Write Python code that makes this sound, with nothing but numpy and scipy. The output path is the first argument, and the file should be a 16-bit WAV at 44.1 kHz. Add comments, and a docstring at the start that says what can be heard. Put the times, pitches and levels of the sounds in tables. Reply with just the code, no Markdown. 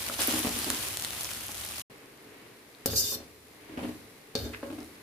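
"""A wok, a spatula and a steel turner

Vegetables and noodles sizzle close by: oil crackles, hisses and spits while a plastic spatula shoves the food.
After a brief silence the wok is cooler: shaped noise makes a burner's murmur and a faint fizz.
A steel slotted turner clanks on the pan, scrapes its wall, digs into the wet food and clanks again.
Blows and rubbing noise pass through the resonances of wok and blade; a short echo adds the kitchen."""
import sys
import numpy as np
from scipy import signal
from scipy.fft import rfft, irfft, next_fast_len
from scipy.io import wavfile
from scipy.ndimage import map_coordinates

SR = 44100
rng = np.random.default_rng(int(sys.argv[2]) if len(sys.argv) > 2 else 0)


def generate_wav(sig):
    """Save sig (samples, or channels by samples) to the path in sys.argv[1] as 16-bit PCM at SR."""
    pcm = np.round(np.clip(np.atleast_2d(sig).T, -1, 1) * 32767).astype(np.int16)
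    wavfile.write(sys.argv[1], SR, pcm)


N = 221408

T = np.arange(N) / SR  # time in the scene (s)
TAU = np.arange(SR * 3 // 4) / SR  # time since a contact (s)
PAUSE_START_S, PAUSE_END_S = 1.817, 1.901  # the silence between the hot and the cooler wok
TOP_HZ = 15350  # almost nothing sounds above this
SIZZLE_DB = -36  # the resting sizzle at the start
SURGE_ATTACK_S = 0.035  # how fast steam or fresh fizz rises

# a utensil shoves the food against the pan; levels are before the mix in shoves():
# (start_s, length_s, blow_db, drag_db, hardness_db_per_octave, favoured_pitch_hz)
PUSHES = [(0.096, .003, -34, -39, 9, 596), (0.189, 0.01, -30.5, -48, 8.5, 750),
          (0.281, 0.019, -27.5, -42, -7, 257), (0.336, 0.022, -25, -31, 5, 249),
          (0.355, 0.018, -33.5, -45, 12.5, 303), (0.446, 0.018, -25.5, -41, -2.5, 257),
          (0.468, 0.028, -32.5, -35, -6, 240), (.563, 0.045, -38, -38.5, -3, 260),
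          (0.665, 0.04, -33, -34.5, -2, 270), (0.728, 0.02, -34, -39, -3, 303),
          (.7018, .003, -34, -43, 21, 1100), (1.49, .003, -39.5, -48, 9.5, 800),
          (3.118, 0.023, -48, -38.5, 4, 440), (3.12, 0.02, -44, -43, 7, 1110),
          (3.201, 0.038, -43, -48.5, 3, 298), (3.694, 0.15, -44, -42, 6, 294),
          (3.773, 0.057, -31, -35.5, 0, 255), (3.789, 0.11, -39, -38.5, -6, 230),
          (3.829, 0.022, -29, -38.5, -2, 249), (3.845, 0.04, -32.5, -42, 4, 310),
          (3.891, 0.02, -38.5, -49, 1, 233), (4.45, 0.0025, -49, -31.5, 6.5, 426),
          (4.629, 0.042, -32, -37.5, 7, 480), (4.633, .012, -41.5, -57, 17, 1070),
          (4.702, 0.01, -35, -37.5, 5.5, 352), (4.727, 0.0048, -36.5, -37.5, 2.5, 298),
          (4.782, 0.012, -42, -41, -3, 290), (4.807, .01, -39.5, -39.5, 2.5, 293)]
# resonances of the loaded wok: (pitch_hz, width_hz, shoved_through_food_db, struck_by_steel_db)
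WOK = [(233, 22, 0, -8), (305, 24, 1, -3), (432, 22, -12, 0), (555, 26, -10, 0), (690, 40, -18, -16),
       (835, 22, -16, -8), (1095, 50, -20, -24), (1400, 90, -27, -20), (1650, 80, -28, -15)]
# the wok rocking on its stand: (pitch_hz, width_hz, level_db)
STAND = [(76, 5.3, -6.5), (106, 2.8, -7)]
# resonances of the turner's blade, before any damping:
# (pitch_hz, width_hz, struck_db, edge_bites_db, edge_slides_db, bend_at_full_flex_percent)
BLADE = [(2490, 45, -14, -12, -16, 1), (2810, 45, -14, -17, -14, 1), (3080, 60, -13, -19, -14, .5),
         (3590, 75, -12, -13, -5, 0), (3735, 55, 1, -16, -2, -.6), (4180, 70, -4, -9, -4, 0),
         (4290, 60, 0, -15, -7, 0), (4430, 60, -1, -40, -17, 2), (4675, 30, 3, 0, -2, 2.5),
         (4800, 50, -7, -5, -13, 2.5), (5245, 50, -10, -3, -9, -.5), (5440, 60, -15, -5, -14, 0),
         (5700, 60, -15, -7, -6, 0), (5940, 50, -24, -3, -7, 0), (6180, 50, -20, -6, -13, 1),
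         (6480, 50, -26, -6, -13, 0), (6775, 35, -23, 1, -10, 0), (7020, 50, -25, -9, -14, 0),
         (7500, 60, -18, -10, -6, .5), (7850, 90, -22, -8, -14, -1), (9080, 110, -24, -12, -10, 0),
         (11700, 110, -30, -9, -4, 0), (12150, 90, -30, -6, -5, 1), (12450, 70, -30, -3, -9, 0)]
# resonances of the turner's tip: (pitch_hz, width_hz, level_db)
TIP = [(12200, 3000, 17), (13200, 1200, -4), (14500, 900, 0)]
# colour of the blade's crowded upper resonances: (frequency_hz, level_db_per_hz)
SHEEN = [(4520, -50), (4750, -3), (5300, 0), (6300, -1), (6800, 0), (7500, -4), (9100, -5), (9900, -10),
         (11200, -9), (11900, -3), (12500, -2), (13200, -8), (14300, -8), (15500, -14)]


def hot_wok():
    """Bubbles burst ever more weakly until fresh food meets the metal and steams; a low roar follows the sizzle."""
    # colours of the sizzle and the roar: (frequency_hz, level_db_per_hz)
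    oil_colour = [(120, -62), (200, -36), (315, 8), (345, -3.5), (377, 5), (406, 1), (583, 0.5), (794, 0.5),
                  (2730, 3), (3040, 3.5), (7820, -1), (10300, 3.5), (15300, -3.5)]
    roar_colour = [(15, -16), (25, -3.5), (40, -20), (54, 4.5), (118, 4), (161, -5.5), (240, 1), (310, -34),
                   (530, -120)]
    rest_hiss_db, steam_hiss_db = 3, 9  # smooth hiss over crackle
    roar_db, roar_follows = -52, 0.32  # level under the resting sizzle; dB per dB that the sizzle changes

    def boil(hiss_db):
        return unit(crackle(rate=3100, spread_db=10.5) + amp(hiss_db) * noise())

    rest, surge = boiling(T)
    bubbles = rest * boil(rest_hiss_db) + surge * boil(steam_hiss_db)
    flicker = amp(0.75 * wobble(56.75))
    sizzle = coloured(bubbles, oil_colour) * flicker
    vigour = np.hypot(rest, surge) / amp(SIZZLE_DB)
    roar = coloured(noise(), roar_colour) * amp(roar_db) * vigour ** roar_follows
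    return sizzle + roar


def boiling(t):
    """Strength of the sizzle: its resting part sinks as the juice boils off; steam surges add to it."""
    # wet food lands on bare hot metal and flashes to steam: (start_s, length_s, level_db)
    steam_bursts = [(0.17, 0.071, -28.5), (0.254, 0.11, -31), (0.357, 0.52, -36.5), (1.145, 0.048, -38)]
    drying_db_per_s, surge_t60_s = 2, 0.43
    rest = amp(SIZZLE_DB - drying_db_per_s * t)
    power = sum((amp(db) * swell(t - s, length, SURGE_ATTACK_S, surge_t60_s)) ** 2
                for s, length, db in steam_bursts)
    return rest, np.sqrt(power)


def pops():
    """A bursting drop, a spatula tap or a tick cracks, rings for a few cycles, echoes off the wok's wall and
    throws a little spray."""
    # individually placed spits, spatula taps and faint ticks: (start_s, crack_db, ring_db, pitch_hz,
    # left_minus_right_db)
    placed_pops = [(.0985, -21, -26, 1390, -3), (0.2188, -31, -15, 7500, -12), (.2739, -24, -7, 12600, -9),
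                   (.3106, -17, -29, 7300, -13), (.3916, -27, -13.5, 10600, 3), (0.4927, -16, -29, 5900, -7),
                   (0.5896, -26, -21.5, 9750, 15), (0.645, -14.5, -29, 4870, -8),
                   (0.7025, -5, -20.5, 4260, -4.5), (0.7474, -16.5, -33, 7000, -2),
                   (0.8857, -17, -31, 9150, -4), (.9307, -21, -31, 5500, 4), (.972, -10.5, -27, 4740, 2),
                   (0.9977, -16, -33, 8900, 3), (1.0231, -14, -20, 11900, 1), (1.0481, -8.5, -19.5, 4100, 2),
                   (1.1067, -15, -32, 3970, 1), (1.2, -28, -23, 9500, 0), (1.2097, -16, -22, 10000, 0),
                   (1.233, -21, -20, 10800, 2.5), (1.2456, -21, -21.5, 6000, -8),
                   (1.2911, -22, -32, 2380, -1), (1.3082, -20, -34, 3000, 3), (1.315, -23.5, -37.5, 1470, 11),
                   (1.3354, -21, -26, 9500, -2), (1.4322, -27, -35, 9460, -3), (1.467, -40, -22, 11300, 4),
                   (1.504, -39, -47, 3560, 2), (1.5459, -25.5, -44, 4420, 12), (1.581, -23, -45, 7050, 8),
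                   (1.6496, -20, -23, 10900, -5), (1.689, -22, -35, 8000, -4),
                   (1.7969, -20.5, -35, 10000, -11), (2.749, -48, -41, 3900, 2), (4.805, -37, -38, 5500, 0),
                   (4.8457, -38, -40, 10000, 0)]
    crack_hz, crack_cycles, ring_cycles = 7850, 0.26, 0.88  # cycles until each peaks
    spray_db, spray_t60_s = -16, .011  # level against the crack
    out = np.zeros((2, N))
    t = np.arange(SR // 100) / SR

    def ping(hz, cycles):
        rise = t * hz / cycles
        return np.sin(2 * np.pi * hz * t) * rise * np.exp(1 - rise)

    def with_echo(snap):
        echo = .45 * np.roll(snap, rng.integers(14, 40))  # under a millisecond later, upside down
        return np.roll(snap - echo, rng.integers(3))

    for s, crack_db, ring_db, hz, pan_db in placed_pops + spatter():
        snap = amp(crack_db) * ping(crack_hz, crack_cycles) + amp(ring_db) * ping(hz, ring_cycles)
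        heard = [with_echo(snap) for _ in range(2)]
        spray = amp(crack_db + spray_db - 60 * t / spray_t60_s) * rng.standard_normal((2, len(t)))
        add(out, s, amp([[pan_db / 2], [-pan_db / 2]]) * (heard + spray))
    return out


def spatter():
    """Small drops burst at random before the pause, following the sizzle's vigour; rows are like placed_pops."""
    per_s, crack_db, typical_hz = 140, -31, 7000  # crack level at the sizzle's starting strength
    spread_db, spread_octaves, spread_pan_db = 2, .7, 3.5  # scatter in strength, pitch and side
    ring_db = -2  # against the crack
    drops = rng.standard_normal((round(per_s * PAUSE_START_S), 3))
    times = rng.uniform(0, PAUSE_START_S, len(drops))
    vigour_db = 20 * np.log10(np.hypot(*boiling(times))) - SIZZLE_DB
    levels = crack_db + vigour_db + spread_db * drops[:, 0]
    pitches = np.minimum(typical_hz * 2 ** (spread_octaves * drops[:, 1]), TOP_HZ)
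    return list(zip(times, levels, levels + ring_db, pitches, spread_pan_db * drops[:, 2]))


def shoves():
    """A shove thumps the wok, drags on it and squeezes wet food; more food makes it duller and wetter."""
    # colour of squeezed wet food: (frequency_hz, level_db_per_hz)
    wet_colour = [(150, 5.5), (400, 11), (900, 4), (1500, -2), (2800, -3), (4500, -15), (7500, -22.5),
                  (11000, -18.5), (15000, -29)]
    push_attack_s, push_t60_s = .003, 0.15
    crunch_db, crunch_t60_s = 9, 0.099  # the blow also crushes food: level against the blow
    wet_db, wet_per_hardness = -8.5, 0.63  # rustle against drag; dB less per step of hardness
    favour_db, favour_octaves = 10, 0.39  # the spot that is hit brings out modes around one pitch
    out, n = np.zeros((2, N)), len(TAU)
    for s, length, blow_db, drag_db, hard_db, spot_hz in PUSHES:
        drag = amp(drag_db) * swell(TAU, length, push_attack_s, push_t60_s)
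        force = blow(blow_db) + drag * noise(n)
        crush = drag + amp(blow_db + crunch_db) * fade(crunch_t60_s)
        rustle = 0.12 * noise(n) + 0.48 * crackle(rate=1100, spread_db=2.0, size=n)
        squeeze = amp(wet_db - wet_per_hardness * hard_db) * crush * rustle
        modes = []
        for hz, width, db, _ in WOK:
            closeness = np.exp(-(np.log2(hz / spot_hz) / favour_octaves) ** 2)
            modes.append((hz, width, db + favour_db * closeness))
        pan = ring(force, modes, tilt_db=hard_db, sign=-0.92)
        stand = amp(-11.0) * ring(force, STAND, sign=-3.0)
        add(out, s, amp(-7.0) * (pan + stand) + coloured(squeeze, wet_colour))
    return out


def clanks():
    """Steel meets steel: the blade sings, the wok thuds and rings, the edge chatters and the stand rocks."""
    # the turner strikes the pan; levels are before the mix below: (start_s, knock_db, blade_db,
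    # singing_db, sheen_db, tip_db, chatter_db, rocking_db, rocking_delay_s)
    strikes = [(2.859, -26, -29, -60, -22.5, -20, -38, -38.5, 0.065),
               (2.934, -33.5, -56, -70, -46, -50, -58, -44, .02),
               (4.3532, -27, -26, -31.5, -66, -47, -44, -40.5, 0.081),
               (4.362, -41.5, -43, -53, -58, -54, -44.5, -52.5, 0.034)]
    # the blade's strongest modes, which ring on: (pitch_hz, level_db, t60_s)
    singing_modes = [(3715, -4, .17), (4258, -5, .1), (4430, 1, .06), (4710, 3, .05)]
    # colours of the knock and the rumble: (frequency_hz, level_db_per_hz)
    knock_colour = [(40, -40), (150, -16), (310, 2), (450, -3.5), (600, -5), (900, -20), (1600, -13),
                    (2400, -57)]
    rumble_colour = [(20, -6), (40, -15), (65, 10), (100, -8), (160, -6), (260, -34)]
    contact_widens, thud_widens = 3.5, 15  # damping widens blade modes on contact, wok modes under the blow
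    crack_t60_s, chatter_t60_s = 0.048, .55  # steel on steel; the chattering edge
    rock_s, rock_tail_db, rock_t60_s = 0.052, -17, 2.6  # a swell and ebb, then a faint wobble
    rumble_db = -5.5  # the stand rumbles while the wok rocks
    out, n = np.zeros((2, N)), len(TAU)
    pressed = [(hz, contact_widens * width, db) for hz, width, db, *_ in BLADE]
    free = [(hz, width, db) for hz, width, _, db in WOK]
    damped = [(hz, thud_widens * width, db) for hz, width, db in free]
    for s, knock_db, blade_db, sing_db, sheen_db, tip_db, chatter_db, rock_db, delay_s in strikes:
        crack = 0.74 * fade(crack_t60_s) * noise(n)
        chatter = amp(chatter_db) * fade(chatter_t60_s) * crackle(rate=700, spread_db=5, size=n)
        blade = ring(amp(blade_db) * (blow(-25.5) + 1.22 * crack) + chatter, pressed)
        tip = ring(amp(tip_db) * crack + 0.14 * chatter, TIP)
        sheen = coloured(amp(sheen_db) * crack + 0.083 * chatter, SHEEN)
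        sing = np.zeros((2, n))
        for hz, db, t60 in singing_modes:
            phase = 2 * np.pi * hz * TAU + rng.uniform(0, np.pi, (2, 1))
            sing += amp(sing_db + db) * fade(t60) * np.sin(phase)
        shudder = fade(0.81) * noise(n)
        thud = ring(blow(-9), damped, sign=-0.47)
        ringing = ring(blow(-10) + amp(-18.5) * shudder, free, sign=-0.99)
        pan = thud + ringing + amp(-14) * coloured(shudder, knock_colour)
        rocking = np.exp(-((TAU - delay_s) / rock_s) ** 2)
        tones = unit(sum(amp(db) * np.sin(2 * np.pi * hz * TAU) for hz, _, db in STAND))
        stand = tones * (rocking + amp(rock_tail_db) * swell(TAU, delay_s, delay_s, rock_t60_s))
        rumble = amp(rumble_db) * rocking * coloured(noise(n), rumble_colour)
        add(out, s, blade + tip + sheen + sing + amp(knock_db) * pan + amp(rock_db) * (stand + rumble))
    return out


def scrape():
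    """The edge sticks and slips thousands of times a second, rasping and ringing the flexing blade and its tip."""
    # the edge grazes the wall, slides, bites and slips off:
    # (start_s, length_s, rasp_db, blade_squeal_db, tip_db)
    strokes = [(2.904, .06, -44, -41, -44), (2.953, 0.18, -36, -35, -45), (2.956, 0.055, -30, -30, -39),
               (2.975, 0.021, -40, -29.5, -42), (3.134, 0.017, -54, -33.5, -40),
               (4.37, 0.075, -73, -52, -51), (4.4, 0.029, -70, -62, -59), (4.445, 0.026, -66, -47, -67)]
    attack_s, t60_s = 0.0051, 0.052
    power = sum((amp(levels_db)[:, None] * swell(T - s, length, attack_s, t60_s)) ** 2
                for s, length, *levels_db in strokes)
    rasp, squeal, tip = np.sqrt(power)
    slips = 0.7 * noise() + 0.7 * crackle(rate=3000, spread_db=3)
    return coloured(slips * rasp, SHEEN) + ring(slips * tip, TIP) + squeal * squealing()


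def squealing():
    """Blade modes speak in spurts, many high ones favoured by a biting edge; they bend as the blade flexes."""
    # how the edge meets the wall: (time_s, bite_0_to_1, blade_flex_0_to_1)
    edge_path = [(2.91, 0.3, 0), (2.96, 0.74, 0.01), (3, 0.9, 0), (3.04, 0, 0.46), (3.08, 0.07, 1),
                 (3.14, 0, 0.97)]
    judder_db, judder_per_s = 3, 22  # depth and rate of the spurts
    waver_percent = .5  # each mode's pitch is slightly unsteady
    times, bites, flexes = np.transpose(edge_path)
    bite = np.clip(np.interp(T, times, bites), 0, 1)
    flex = np.interp(T, times, flexes)
    out, power = np.zeros((2, N)), np.zeros(N)
    for hz, width, _, bite_db, slide_db, bend in BLADE:
        gain = amp(slide_db + bite * (bite_db - slide_db) + judder_db * wobble(judder_per_s))
        bend_percent = bend * flex + waver_percent * wobble(judder_per_s)
        phase = 2 * np.pi * np.cumsum(hz * (1 + bend_percent / 100)) / SR
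        # slow random curves turn the tone into a noise band reaching width to either side
        knots = rng.standard_normal((2, 2, round(2 * width * T[-1])))
        a, b = signal.resample(knots, next_fast_len(N), axis=-1)[..., :N]
        out += gain * unit(a * np.cos(phase) + b * np.sin(phase))
        power += gain ** 2
    return out / np.sqrt(power)


def smacks():
    """Sticky noodles part in a short swell of wet clicks."""
    # noodles pull free, loudest at peak_s: (peak_s, level_db, pitch_hz, fall_to_37_percent_s)
    wet_smacks = [(4.545, -34.5, 2000, .0065)]
    out = np.zeros((2, N))
    for s, db, hz, length in wet_smacks:
        clicks = amp(db) * np.exp(-np.abs(T - s) / length) * crackle(rate=3200, spread_db=9.5)
        out += ring(ports(clicks), [(.8 * hz, 700, 0), (1.3 * hz, 950, -1)], sign=-1)
    return out


def cool_wok():
    """The burner murmurs and the food barely fizzes, a little more after each shove."""
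    # colours of the burner and the fizz: (frequency_hz, level_db_per_hz)
    burner_colour = [(15, -55), (25, -28), (36, -4), (54, -13), (132, -3), (206, -5), (249, 0), (287, 0.5),
                     (350, -1), (437, 2.5), (527, -5), (905, -9), (1140, -8.5), (1350, -11), (2100, -7),
                     (6800, -28), (8840, -61), (15000, -120)]
    fizz_colour = [(2000, -16), (4000, 6), (6000, 1), (8000, 1), (10500, 4), (12500, 2.5), (15000, -3)]
    burner_db, fizz_gain_db = -53, -60  # around which the burner wavers; the fizz at rest
    refizz_db, refizz_t60_s = -22, 1.5  # fresh fizz against a shove's drag; how it settles
    burner = coloured(noise(), burner_colour) * amp(burner_db + 1.96 * wobble(4.65))
    fizz = coloured(noise() + 0.5 * crackle(rate=1800, spread_db=9.5), fizz_colour)
    stirred = sum((amp(drag_db + refizz_db) * swell(T - s, length, SURGE_ATTACK_S, refizz_t60_s)) ** 2
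                  for s, length, _, drag_db, *_ in PUSHES)
    return burner + fizz * np.sqrt(amp(fizz_gain_db) ** 2 + stirred)


def kitchen(x):
    """Hard walls answer with a tail of fading noise; the treble dies first."""
    # how long the echo takes to fall by 60 dB: (frequency_hz, t60_s)
    echo_times = [(100, 0.64), (400, 0.38), (4000, 0.25), (14000, 0.16)]
    hz, t, z = signal.stft(rng.standard_normal((2, SR // 2)), SR, nperseg=256)
    dying = amp(-60 * t / along(echo_times, hz)[:, None])
    tail = signal.istft(z * dying, SR, nperseg=256)[1]
    tail = np.pad(tail / np.linalg.norm(tail[0]), ((0, 0), (SR // 200, 0)))  # starts 5 ms late
    return ports(signal.fftconvolve(x, tail, axes=1)[:, :N])


def amp(db):
    """Turn decibels into a gain."""
    return 10 ** (np.asarray(db) / 20)


def unit(x):
    """Scale x to an rms (average strength) of 1."""
    return x / np.sqrt(np.mean(np.abs(x) ** 2) + 1e-20)


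def along(points, hz):
    """Read a curve of (frequency, value) points on a logarithmic frequency axis."""
    f, v = np.transpose(points)
    return np.interp(np.log(hz + 1), np.log(f + 1), v)


def wobble(rate):
    """A smooth random curve through rate random points a second."""
    return map_coordinates(rng.standard_normal(int(N * rate / SR) + 4), [T * rate])


def filtered(x, response):
    """Change x by a gain that depends on frequency."""
    n = x.shape[-1]
    m = next_fast_len(n + SR // 2)
    return irfft(rfft(x, m) * response(np.fft.rfftfreq(m, 1 / SR)), m)[..., :n]


def coloured(x, spectrum):
    """Give x a tone colour with a power gain of 1."""
    return filtered(x, lambda hz: unit(amp(along(spectrum, hz))))


def ring(x, modes, tilt_db=0, sign=1):
    """Pass x through resonances with a power gain of 1, tilted per octave; like signs leave notches between."""
    def response(f):
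        total = 0
        for k, (centre, width, db) in enumerate(modes):
            gain = sign ** k * amp(db + tilt_db * np.log2(centre))
            total = total + gain * 1j * f * width / (centre * centre - f * f + 1j * f * width)
        return unit(total)

    return filtered(x, response)


def ports(pair):
    """Blend two unrelated signals into left and right: bass alike, treble almost unrelated."""
    # likeness of left and right: (frequency_hz, likeness_0_to_1)
    likeness = [(60, 1), (130, 0.86), (290, 0.97), (640, 0.4), (1410, 0.23), (3100, 0.033), (6820, 0.0043),
                (15000, 0.017)]

    def shares(hz):
        turn = np.arccos(np.clip(along(likeness, hz), -1, 1)) / 2
        return np.array([np.cos(turn), np.sin(turn)])

    mid, side = filtered(pair, shares)
    return np.array([mid + side, mid - side])


def noise(size=N):
    """White noise on the left and right."""
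    return ports(rng.standard_normal((2, size)))


def crackle(rate, spread_db, size=N):
    """Tiny clicks of random strength, rate a second; each reaches left and right at slightly different times."""
    strength = amp(spread_db * np.minimum(rng.standard_normal(size), 2.5)) * rng.choice([-1, 1], size)
    strength = strength * (rng.random(size) < rate / SR)
    lag = rng.uniform(-9, 9, size)  # samples

    def arrive(shift):
        return np.clip(np.rint(np.arange(size) + shift), 0, size - 1).astype(int)

    return unit(np.array([np.bincount(arrive(side * lag), strength, size) for side in (-1, 1)]))


def blow(db):
    """A single click with the energy of 20 ms at this level."""
    return (TAU == 0) * amp(db) * np.sqrt(SR / 50)


def fade(t60):
    """A loudness curve that falls by 60 dB in t60 seconds after a contact."""
    return amp(-60 * TAU / t60)


def swell(t, length, attack, t60):
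    """A loudness curve that rises from t = 0, holds until length, then dies away."""
    return np.clip(t / attack, 0, 1) * amp(-60 * np.maximum(t - length, 0) / t60)


def add(out, s, x):
    """Mix x into out from time s (seconds)."""
    part = out[:, round(s * SR):][:, :x.shape[-1]]
    part += x[..., :part.shape[1]]


def scene():
    """The hot wok, then the cooler one, with the utensils working in both."""
    hot = T < (PAUSE_START_S + PAUSE_END_S) / 2
    near = shoves() + clanks() + scrape() + smacks() + pops()
    wok = np.where(hot, hot_wok(), cool_wok())
    balance = amp([[.4], [-.4]])  # the left is slightly louder
    return (wok + near + amp(-8) * kitchen(near)) * balance


def record(dry):
    """Remove the deepest bass, fall silent during the pause, and cut the treble sharply at the band limit."""
    gate_times = [PAUSE_START_S, PAUSE_START_S + .005, PAUSE_END_S - .003, PAUSE_END_S]
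    gate = np.interp(T, gate_times, [1, 0, 0, 1])
    thin = filtered(dry, lambda hz: hz ** 3 / np.sqrt(hz ** 6 + 36 ** 6))
    return filtered(thin * gate, lambda hz: 1 / np.sqrt(1 + (hz / TOP_HZ) ** 200))


dry = scene()
out = record(dry)
generate_wav(out)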